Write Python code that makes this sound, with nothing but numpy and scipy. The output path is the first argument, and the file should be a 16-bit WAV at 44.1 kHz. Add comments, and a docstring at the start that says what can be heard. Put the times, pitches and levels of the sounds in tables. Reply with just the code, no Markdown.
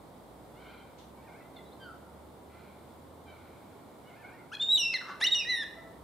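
"""From the start a distant road vehicle gathers speed under open-air noise; far cockatoos chatter softly from 0.5 s.
Brief treble rustles fall at 1 s and 3 s. At 4.5 s a cockatoo close by yodels a whistle that breaks between registers,
croaks at 5.0 s and whistles again at 5.2 s, as the vehicle pulls again after a gear change; trees send back echoes.
Voices and engine are harmonic oscillators, the croak a pulsed resonance, breath, rustles and air coloured noise."""
import sys
import numpy as np
from scipy import signal
from scipy.fft import rfft, irfft, next_fast_len
from scipy.io import wavfile
from scipy.ndimage import uniform_filter1d

SR = 44100
rng = np.random.default_rng(int(sys.argv[2]) if len(sys.argv) > 2 else 0)


def to_wav(sig):
    """Store sig (one row per channel, or 1-D mono) as 16-bit WAV at the path in sys.argv[1].

    Samples outside -1..1 are clipped; the rate is SR.
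    """
    pcm = np.clip(np.atleast_2d(sig), -1, 1) * 32767
    pcm = np.round(pcm).astype(np.int16)
    wavfile.write(sys.argv[1], SR, pcm.T)  # frames by channels


N = 265923


def from_db(db):
    """Gain of a level in dB."""
    return 10 ** (np.asarray(db) / 20)


def rms_one(x):
    """Scaled to rms 1."""
    return x / np.sqrt(np.mean(x ** 2) + 1e-20)


def at_hz(points, hz):
    """A spectrum table read on a log-frequency axis."""
    table_hz, values = np.array(points).T
    return np.interp(np.log(hz), np.log(table_hz), values)


def in_time(rows):
    """Each column as a curve over all samples."""
    time_s, *columns = np.transpose(rows)
    return [np.interp(np.arange(N) / SR, time_s, column) for column in columns]


def window(start_s, length_s, edge_s):
    """Span with soft edges centred on its ends; spans shorter than edge_s peak below 1."""
    t = np.arange(N) / SR - start_s
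    return np.clip(np.minimum(t, length_s - t) / edge_s + .5, 0, 1)


def sounding(tables, edge_s):
    """1 while any note sounds."""
    gates = [window(note[0][0], note[-1][0] - note[0][0], edge_s) for note in tables]
    return np.minimum(sum(gates), 1)


def noise_band(low_hz, high_hz, order, shape):
    """White noise through a band-pass."""
    sos = signal.butter(order, [low_hz, high_hz], "band", fs=SR, output="sos")
    return signal.sosfilt(sos, rng.standard_normal(shape))


def wobble(rate_hz):
    """Low-passed noise of rms 1."""
    sos = signal.butter(4, min(rate_hz, 9000), fs=SR, output="sos")
    return rms_one(signal.sosfilt(sos, rng.standard_normal(N)))


# stereo noise likeness: hz, left_right_likeness
NOISE_LIKENESS = [(60, 0.89), (180, 0.81), (550, 0.66), (1650, 0.3), (4970, 0.29), (15000, 0.09)]
# stereo noise tilt: hz, left_minus_right_db
NOISE_BALANCE = [(60, 0.5), (180, -2), (550, -2), (1650, 0.0), (4970, -0.5), (15000, -2.5)]


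def banded_noise(spectrum, patchy_db):
    """Coloured stereo noise, less alike left and right in the treble, slowly swelling; rms 1."""
    size = next_fast_len(N)
    hz = np.maximum(np.fft.rfftfreq(size, 1 / SR), 1)
    alike = np.clip(at_hz(NOISE_LIKENESS, hz), 0, 1)
    mid, side = rfft(rng.standard_normal((2, size))) * from_db(at_hz(spectrum, hz))
    both = np.sqrt(1 + alike) * mid + np.sqrt(1 - alike) * side * [[1], [-1]]
    both = both * from_db(np.outer([.5, -.5], at_hz(NOISE_BALANCE, hz)))
    swelling = from_db(patchy_db * wobble(2.18))
    return rms_one(irfft(both, size)[:, :N] * swelling)


def stack(hz, levels_db, rough, jitter):
    """Harmonics of a slightly unsteady pitch."""
    phase = 2 * np.pi * np.cumsum(hz * (1 + jitter * wobble(119))) / SR
    gains = uniform_filter1d(from_db(levels_db), size=150)  # strength cannot jump within 3 ms
    tone = sum(gain * np.sin(k * phase) for k, gain in enumerate(gains, 1))
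    return np.sqrt(2) * tone * (1 + rough * wobble(150)), phase, hz


def partials(tables, colours, rough, jitter, effort):
    """One harmonic stack through all notes; colour tables and brightness set each partial's level."""
    hz, db, *bright = in_time(np.concatenate(tables))
    tilt_db = sum(bright) + effort * (db - db.max())  # a louder call is richer on top
    levels_db = [db + at_hz(colour, hz * (k + 1)) + k * tilt_db for k, colour in enumerate(colours)]
    return stack(hz, levels_db, rough, jitter)


def held(tables):
    """A note is held until the next when the voice jumps straight from one to the other."""
    out = [list(note) for note in tables]
    for note, after in zip(out, out[1:]):
        if after[0][0] - note[-1][0] < .009:
            note.append((after[0][0] - 1 / SR, *note[-1][1:]))
    return out


# near whistles, one list per register note: time_s, pitch_hz, level_db, brightness_db_per_partial
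NEAR_NOTES = [
    [(4.517, 1264, -46, 1), (4.533, 1630, -41, 3), (4.542, 1757, -47, 4)],
    [(4.545, 3257, -50, 1), (4.553, 3329, -37.5, 7.5), (4.565, 3300, -64, 1.5), (4.572, 3332, -36, -3)],
    [(4.597, 3409, -36.5, -24), (4.615, 3613, -28.5, 3), (4.657, 3667, -31, 0.5), (4.668, 3620, -35, -6),
     (4.697, 3755, -26, -4.5), (4.729, 3912, -21.5, -3.5), (4.759, 3820, -23, 3.5), (4.773, 3560, -29, 4)],
    [(4.779, 3047, -29.5, 4), (4.803, 2863, -32, 6.5), (4.829, 2767, -31.5, 1), (4.86, 2690, -29.5, -4),
     (4.883, 2749, -32.5, -3), (4.925, 2610, -37.5, -5.5), (4.935, 2620, -40.5, 0)],
    [(4.94, 2119, -29.5, 0.5), (4.955, 2036, -30.5, 0.5), (4.967, 1859, -39, 3.5), (4.977, 1640, -47, 4)],
    [(5.211, 1600, -36.5, 4.5), (5.218, 1765, -37, 4), (5.225, 1850, -31.5, 4.5), (5.237, 2013, -25.5, 0)],
    [(5.242, 2700, -46, 17.5), (5.248, 2817, -22.5, -4.5), (5.261, 3006, -30, 2.5)],
    [(5.266, 3658, -27.5, 3), (5.274, 3726, -21.5, 4.5), (5.284, 3803, -32, -15), (5.292, 3872, -53, 15)],
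    [(5.313, 3790, -57, 12), (5.321, 3763, -22.5, -1.5), (5.333, 3766, -21, -1.5), (5.344, 3626, -29.5, 2)],
    [(5.349, 2899, -28, 0), (5.365, 2881, -27.5, 0.5), (5.381, 2857, -31.5, -4), (5.4, 2740, -34, 3.5),
     (5.427, 2456, -37, -12), (5.444, 2477, -45, -3)],
    [(5.449, 1838, -44.5, 2.5), (5.485, 1957, -37.5, 0.5), (5.501, 2035, -29, 1), (5.54, 1920, -32, 1),
     (5.571, 1845, -40, 5), (5.613, 1806, -34, 1), (5.638, 1669, -42.5, 4.5)],
]
# 1st partial carries the level itself: hz, relative_db
FLAT = [(1, 0)]
# near bird's 2nd partial before brightness: hz, db_re_1st
SECOND_PARTIAL = [(2600, -13), (3300, -9), (3800, -2), (4200, -2), (5600, -5.5), (6600, -29), (7600, -25)]
# its 3rd partial: hz, db_re_1st
THIRD_PARTIAL = [(4500, -31), (5200, -19.5), (6000, -23), (8000, -35), (8700, -27), (10700, -44),
                 (11700, -31)]
# its 4th to 6th partials: hz, db_re_1st
UPPER_PARTIALS = [(5500, -21), (6400, -23), (7300, -47), (8300, -43), (9300, -30), (10300, -38.5),
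                  (11500, -41.5), (13000, -48), (15000, -77)]
# hiss in the windpipe, spectral shape: hz, relative_db_per_hz
AIRFLOW = [(1500, -39), (3000, 3), (6000, -4), (7000, -25), (10500, -9), (12000, -11.5), (13500, -47)]
# voice breaks, levels before the soft window: start_s, length_s, side_tones_db_re_whistle, rasp_db_re_whistle
BREAKS = [(4.537, 0.032, -4, -25.5), (4.62, 0.0077, -13.5, -16), (4.769, 0.01, -20.5, -31),
          (4.929, 0.011, -32, -6), (5.206, 0.013, -20, -2.5), (5.238, 0.0068, -17, -13),
          (5.268, 0.0033, -10.5, -29), (5.343, 0.0053, -10, -22), (5.442, 0.012, -30, -22),
          (5.628, 0.018, -45, -13)]
BEAT_HZ = 780  # nominal syrinx beat; the whistle locks onto a multiple of it
AIRFLOW_DB = -35  # re whistle


def near_whistles():
    """Harmonic whistle with windpipe hiss; at each break the syrinx beat adds side tones and airflow rasps."""
    notes = held(NEAR_NOTES)
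    colours = [FLAT, SECOND_PARTIAL, THIRD_PARTIAL] + 3 * [UPPER_PARTIALS]
    tone, phase, hz = partials(notes, colours, rough=0.035, jitter=0.0022, effort=0.056)
    multiple = np.maximum(np.round(hz / BEAT_HZ), 1)
    beat = np.cumsum(np.gradient(phase) / multiple)
    pulses = np.cos(beat) + 0.13 * np.cos(2 * beat) + 0.048 * np.cos(3 * beat)
    rasp = wobble(1200)
    out = tone * sounding(notes, edge_s=.004)
    strength = uniform_filter1d(np.abs(out), size=200)
    out = out + strength * from_db(AIRFLOW_DB) * banded_noise(AIRFLOW, patchy_db=.5)[0]
    for start_s, length_s, side_db, rasp_db in BREAKS:
        modulation = 2 * from_db(side_db) * pulses + from_db(rasp_db) * rasp
        out = out + window(start_s, length_s, 0.013) * tone * modulation
    return out


# croak after the first whistle: time_s, throat_hz, level_db
CROAK = [(5.0, 1333, -70), (5.016, 1385, -40.5), (5.054, 1273, -52), (5.09, 1220, -42), (5.17, 1187, -55.5)]


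def croak(pulses_per_s, width_hz, air):
    """Rapid uneven pulses ring a low throat resonance and its overtone and let out puffs of air."""
    throat_hz, db = in_time(CROAK)
    cycles = np.cumsum(pulses_per_s * from_db(3 * wobble(56.3))) / SR
    decay = np.exp(-np.pi * width_hz / pulses_per_s * (cycles % 1))
    puffs = decay * from_db(1.8 * wobble(35))
    puffs = uniform_filter1d(puffs, size=80)  # the folds take 2 ms to open
    phase = 2 * np.pi * np.cumsum(throat_hz * (1 + .08 * wobble(150))) / SR
    hiss = noise_band(1100, 5500, 4, N)
    ring = rms_one(puffs * (np.sin(phase) + 0.52 * np.sin(1.3 * phase) + air * hiss))
    return ring * from_db(db) * sounding([CROAK], edge_s=0.0089)


# near bird's stereo tilt: hz, left_minus_right_db
NEAR_BALANCE = [(1200, -0.5), (2000, -1.5), (2800, 1), (3800, -1), (5500, -6), (7500, -7), (11000, -5.5)]
# the bird moves, added to that tilt: time_s, left_minus_right_db
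NEAR_PAN = [(4.5, 3), (4.78, -1), (4.95, 1.5), (5.2, 0.5), (5.35, -0.5), (5.64, 0.5)]


def place_near(near):
    """Mono to stereo by a left-right tilt per frequency, turned as the bird moves."""
    hz = np.maximum(np.fft.rfftfreq(N, 1 / SR), 1)
    both = irfft(rfft(near) * from_db(np.outer([.5, -.5], at_hz(NEAR_BALANCE, hz))), N)
    return both * from_db(np.outer([.5, -.5], in_time(NEAR_PAN)[0]))


# far clear notes, one list per note: time_s, pitch_hz, level_db
FAR_CLEAR = [
    [(1.655, 3866, -68), (1.695, 3910, -67)],
    [(1.708, 3390, -67), (1.722, 3620, -66), (1.733, 4140, -60), (1.742, 4250, -69)],
    [(1.8, 1591, -60), (1.833, 1566, -57.5), (1.848, 1505, -51), (1.905, 1328, -49), (1.94, 1285, -66),
     (1.965, 1352, -76)],
    [(5.765, 663, -57), (5.785, 667.4, -51.5), (5.89, 658, -54.5), (5.92, 660, -61)],
]
# overtones of the clear notes: hz, db_re_1st
FAR_CLEAR_UPPER = [(1300, -10), (2000, -10), (2750, -31), (3150, 1.5), (4100, -42), (4650, -4), (5200, -52)]
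# far hoarse warbles, one list per call: time_s, pitch_hz, level_db (before voice colour and flutter)
FAR_HOARSE = [
    [(0.55, 647, -72), (0.57, 707, -64.5), (0.6, 765, -67), (0.612, 803, -70), (0.625, 738, -59),
     (0.638, 810, -66), (0.648, 716, -61), (0.66, 787, -66), (0.67, 708, -56), (0.685, 798, -67),
     (0.71, 801, -60), (0.76, 791, -79), (0.8, 785, -62), (0.87, 790, -84)],
    [(1.175, 749, -67), (1.215, 768, -70), (1.24, 907, -62), (1.265, 935, -61), (1.29, 690, -61),
     (1.32, 790.5, -61), (1.34, 697, -62), (1.385, 897, -62), (1.412, 645, -60), (1.446, 678.5, -65.5),
     (1.49, 691, -71)],
    [(1.558, 789, -69), (1.568, 719, -58.5), (1.592, 663, -67.5), (1.61, 690, -70)],
    [(2.5, 676, -76), (2.53, 674, -64.5), (2.57, 685, -65.5), (2.6, 690, -78)],
    [(3.26, 795, -68), (3.295, 770, -56), (3.37, 763, -76)],
    [(4.045, 725, -75), (4.088, 745, -60), (4.112, 667, -70)],
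    [(4.113, 690, -60), (4.14, 707, -63.5), (4.165, 802.6, -62), (4.182, 894, -60), (4.22, 880, -54),
     (4.24, 715, -58), (4.252, 728, -44), (4.265, 798, -63), (4.285, 788, -55), (4.306, 692, -68),
     (4.338, 925, -54), (4.36, 926, -61), (4.38, 658, -62.5), (4.402, 729, -61), (4.43, 647, -68)],
]
# manner of each warble: upper_throat_hz, upper_throat_db, roughness_0_to_1
FAR_MANNER = [(3210, -2.5, 0.31), (3006, -24, 0.28), (3690, 4.5, .5), (3280, -21, .2), (3375, -3.5, .15),
              (2900, -3, 0.21), (3000, -22, .2)]
# voice colour of the warbles: hz, relative_db
FAR_VOICE = [(750, -3.5), (1400, -3), (1800, -7), (2050, -0.5), (2300, -1.5), (2700, -15), (3300, -33),
             (4300, -28)]
FLUTTER_DB, WAVER = 8.5, .03  # rms swing of each partial and of pitch (share), times roughness
UPPER_THROAT_DB_PER_KHZ = 16  # fall on either side of that resonance


def far_flock():
    """Clear notes and hoarse harmonic warbles; distance has taken their upper partials."""
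    colours = [FLAT] + 2 * [FAR_CLEAR_UPPER]
    clear = partials(FAR_CLEAR, colours, rough=0.29, jitter=0.00222, effort=0)[0]
    rows = [(*row, *manner) for call, manner in zip(FAR_HOARSE, FAR_MANNER) for row in call]
    hz, db, throat_hz, throat_db, hoarse = in_time(rows)
    hz = hz * (1 + WAVER * hoarse * wobble(34.95))
    levels_db = []
    for k in range(1, 7):
        throat = throat_db - UPPER_THROAT_DB_PER_KHZ * np.abs(k * hz - throat_hz) / 1000
        colour_db = np.maximum(at_hz(FAR_VOICE, k * hz), throat)
        levels_db.append(db + FLUTTER_DB * hoarse * wobble(45) + colour_db)
    warbles = stack(hz, levels_db, rough=0.14, jitter=0.0039)[0]
    return clear * sounding(FAR_CLEAR, edge_s=0.0083) + warbles * sounding(FAR_HOARSE, edge_s=0.003)


# raspy body of the far squawks: start_s, swell_s, peak_db, fade_db_per_s
FAR_RASP = [(0.6, .13, -58.5, 67), (2.5, 0.14, -62.5, 58), (3.27, .05, -63.5, 20), (4.08, .17, -69, 49)]
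# its throat resonances: hz, width_hz, relative_db
FAR_THROAT = [(1420, 230, 0), (2250, 290, 0), (3080, 730, -6.5), (3970, 540, -7)]
RASP_SWELL_DB = 5  # rise from start to peak


def far_rasp(throbs_per_s, depth_db):
    """Turbulent air in four throat resonances, throbbing unevenly."""
    air, out = rng.standard_normal(N), 0
    for hz, width_hz, db in FAR_THROAT:
        band = signal.butter(2, [hz - width_hz / 2, hz + width_hz / 2], "band", fs=SR, output="sos")
        out = out + from_db(db) * rms_one(signal.sosfilt(band, air))
    level = 0
    for start_s, swell_s, peak_db, fade_db_per_s in FAR_RASP:
        t = np.arange(N) / SR - start_s
        below_peak_db = np.maximum(RASP_SWELL_DB * (1 - t / swell_s), fade_db_per_s * (t - swell_s))
        level = level + (t > 0) * from_db(peak_db - below_peak_db.clip(0, 90))
    return level * rms_one(out * from_db(depth_db * wobble(throbs_per_s)))


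# brief treble rustles: start_s, time_to_fall_9_db_s, start_level_db
RUSTLES = [(0.983, 0.068, -58), (1.037, 0.013, -80), (2.934, .03, -83), (3.123, 0.019, -81)]
# their spectral shape: hz, relative_db_per_hz
RUSTLE_COLOUR = [(1470, -44), (2500, -6), (3800, 1), (4910, -9), (5490, -8), (6240, -7), (15000, -47)]


def rustling():
    """Treble noise in short bursts, each fading away."""
    seconds, level = np.arange(N) / SR, 0
    for start_s, fall_s, db in RUSTLES:
        fading = from_db(db - 9 * np.clip(seconds - start_s, 0, 1) / fall_s)
        level = level + fading * window(start_s, 2 * fall_s, .01)
    return level * banded_noise(RUSTLE_COLOUR, patchy_db=.5)


# far engine, two pulls with a gear change between: time_s, firing_hz, level_db
ENGINE = [
    [(0.0, 51.6, -64), (0.51, 60.5, -66.5), (1.12, 67.6, -64.5), (1.58, 69.8, -63.5), (3.01, 78.8, -61),
     (3.56, 84.4, -61.5), (3.8, 89, -70)],
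    [(4.8, 52, -86), (5.3, 54.2, -75), (5.45, 58.5, -66), (5.93, 66.2, -65), (6.03, 66, -53)],
]
# its harmonics: multiple_of_firing, relative_db
ENGINE_ORDERS = [(1, 0), (2, -14.5), (3, -8.5)]


def engine():
    """Low firing orders, swelling as the air carries them unevenly."""
    hz, db = in_time(np.concatenate(ENGINE))
    phase = 2 * np.pi * np.cumsum(hz) / SR
    orders = sum(from_db(order_db + 2.4 * wobble(3.2)) * np.sin(k * phase) for k, order_db in ENGINE_ORDERS)
    return np.sqrt(2) * from_db(db) * orders * sounding(ENGINE, edge_s=0.29)


# open-air noise, spectral shape: hz, relative_db_per_hz
AIR = [(15, -49), (25, -17), (61, -9), (101, -3), (297, -1), (331, -2.5), (537, -3.5), (971, -6.5),
       (1660, -21), (2240, -22), (2560, -29), (3530, -24), (6060, -34), (8360, -29), (15500, -32.5)]
AIR_DB = -51.5


def open_air():
    """Steady coloured noise for road rumble, leaves and hiss."""
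    return from_db(AIR_DB) * banded_noise(AIR, patchy_db=0.33)


# trunk echoes, level before echo_db is added: delay_s, level_db, left_minus_right_db
TRUNKS = [(0.043, -12.5, -3), (0.014, -15.5, 11), (0.11, -33.5, -23), (.2, -59, 0.5)]
# scattering decay: hz, t60_s
WOOD_T60 = [(700, 1.5), (2000, 0.76), (4000, 0.59), (8000, 0.73)]


def woodland(x, scatter_db, echo_db):
    """A few trunk echoes, plus scattering that decays at its own rate per band, partly other in each channel."""
    t, size = np.arange(SR) / SR, next_fast_len(N + SR)
    edges_hz = 300 * 2 ** np.arange(0, 6., .5)
    reply = np.zeros((2, SR))
    for low_hz, high_hz in zip(edges_hz, edges_hz[1:]):
        band = noise_band(low_hz, high_hz, 2, (3, SR))
        band = band[0] + 0.84 * band[1:]  # shared part + each channel's own
        reply += band * from_db(-60 * t / at_hz(WOOD_T60, np.sqrt(low_hz * high_hz)))
    reply *= np.clip(t / 0.0075, 0, 1)
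    reply *= from_db(scatter_db) / np.sqrt(np.sum(reply ** 2) / 2)
    bark = np.hanning(9) / 4  # rough bark returns little treble
    for delay_s, db, pan_db in TRUNKS:
        at = round(delay_s * SR)
        gains = from_db(db + echo_db + np.array([.5, -.5]) * pan_db)
        reply[:, at:at + len(bark)] += np.outer(gains, bark)
    return irfft(rfft(x, size) * rfft(reply, size), size)[:, :N]


def scene():
    """Near bird, far flock, their echoes, rustles, engine and open air."""
    near = near_whistles() + croak(pulses_per_s=200, width_hz=200, air=.3)
    far = far_flock() + far_rasp(throbs_per_s=49, depth_db=1.0)
    out = place_near(near) + woodland(near, scatter_db=-11, echo_db=1.5)
    out = out + far * from_db([[-1.5], [.3]]) + woodland(far, scatter_db=-7.5, echo_db=1.5)
    return out + rustling() + engine() * from_db([[-.8], [.8]]) + open_air()


CUTOFF_HZ = 15600


def record(dry):
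    """Deep rumble is filtered out, the top is cut steeply."""
    dry = signal.sosfilt(signal.butter(3, 40, "high", fs=SR, output="sos"), dry)
    return signal.sosfilt(signal.ellip(12, .5, 70, CUTOFF_HZ, fs=SR, output="sos"), dry)


dry = scene()
out = record(dry)
to_wav(out)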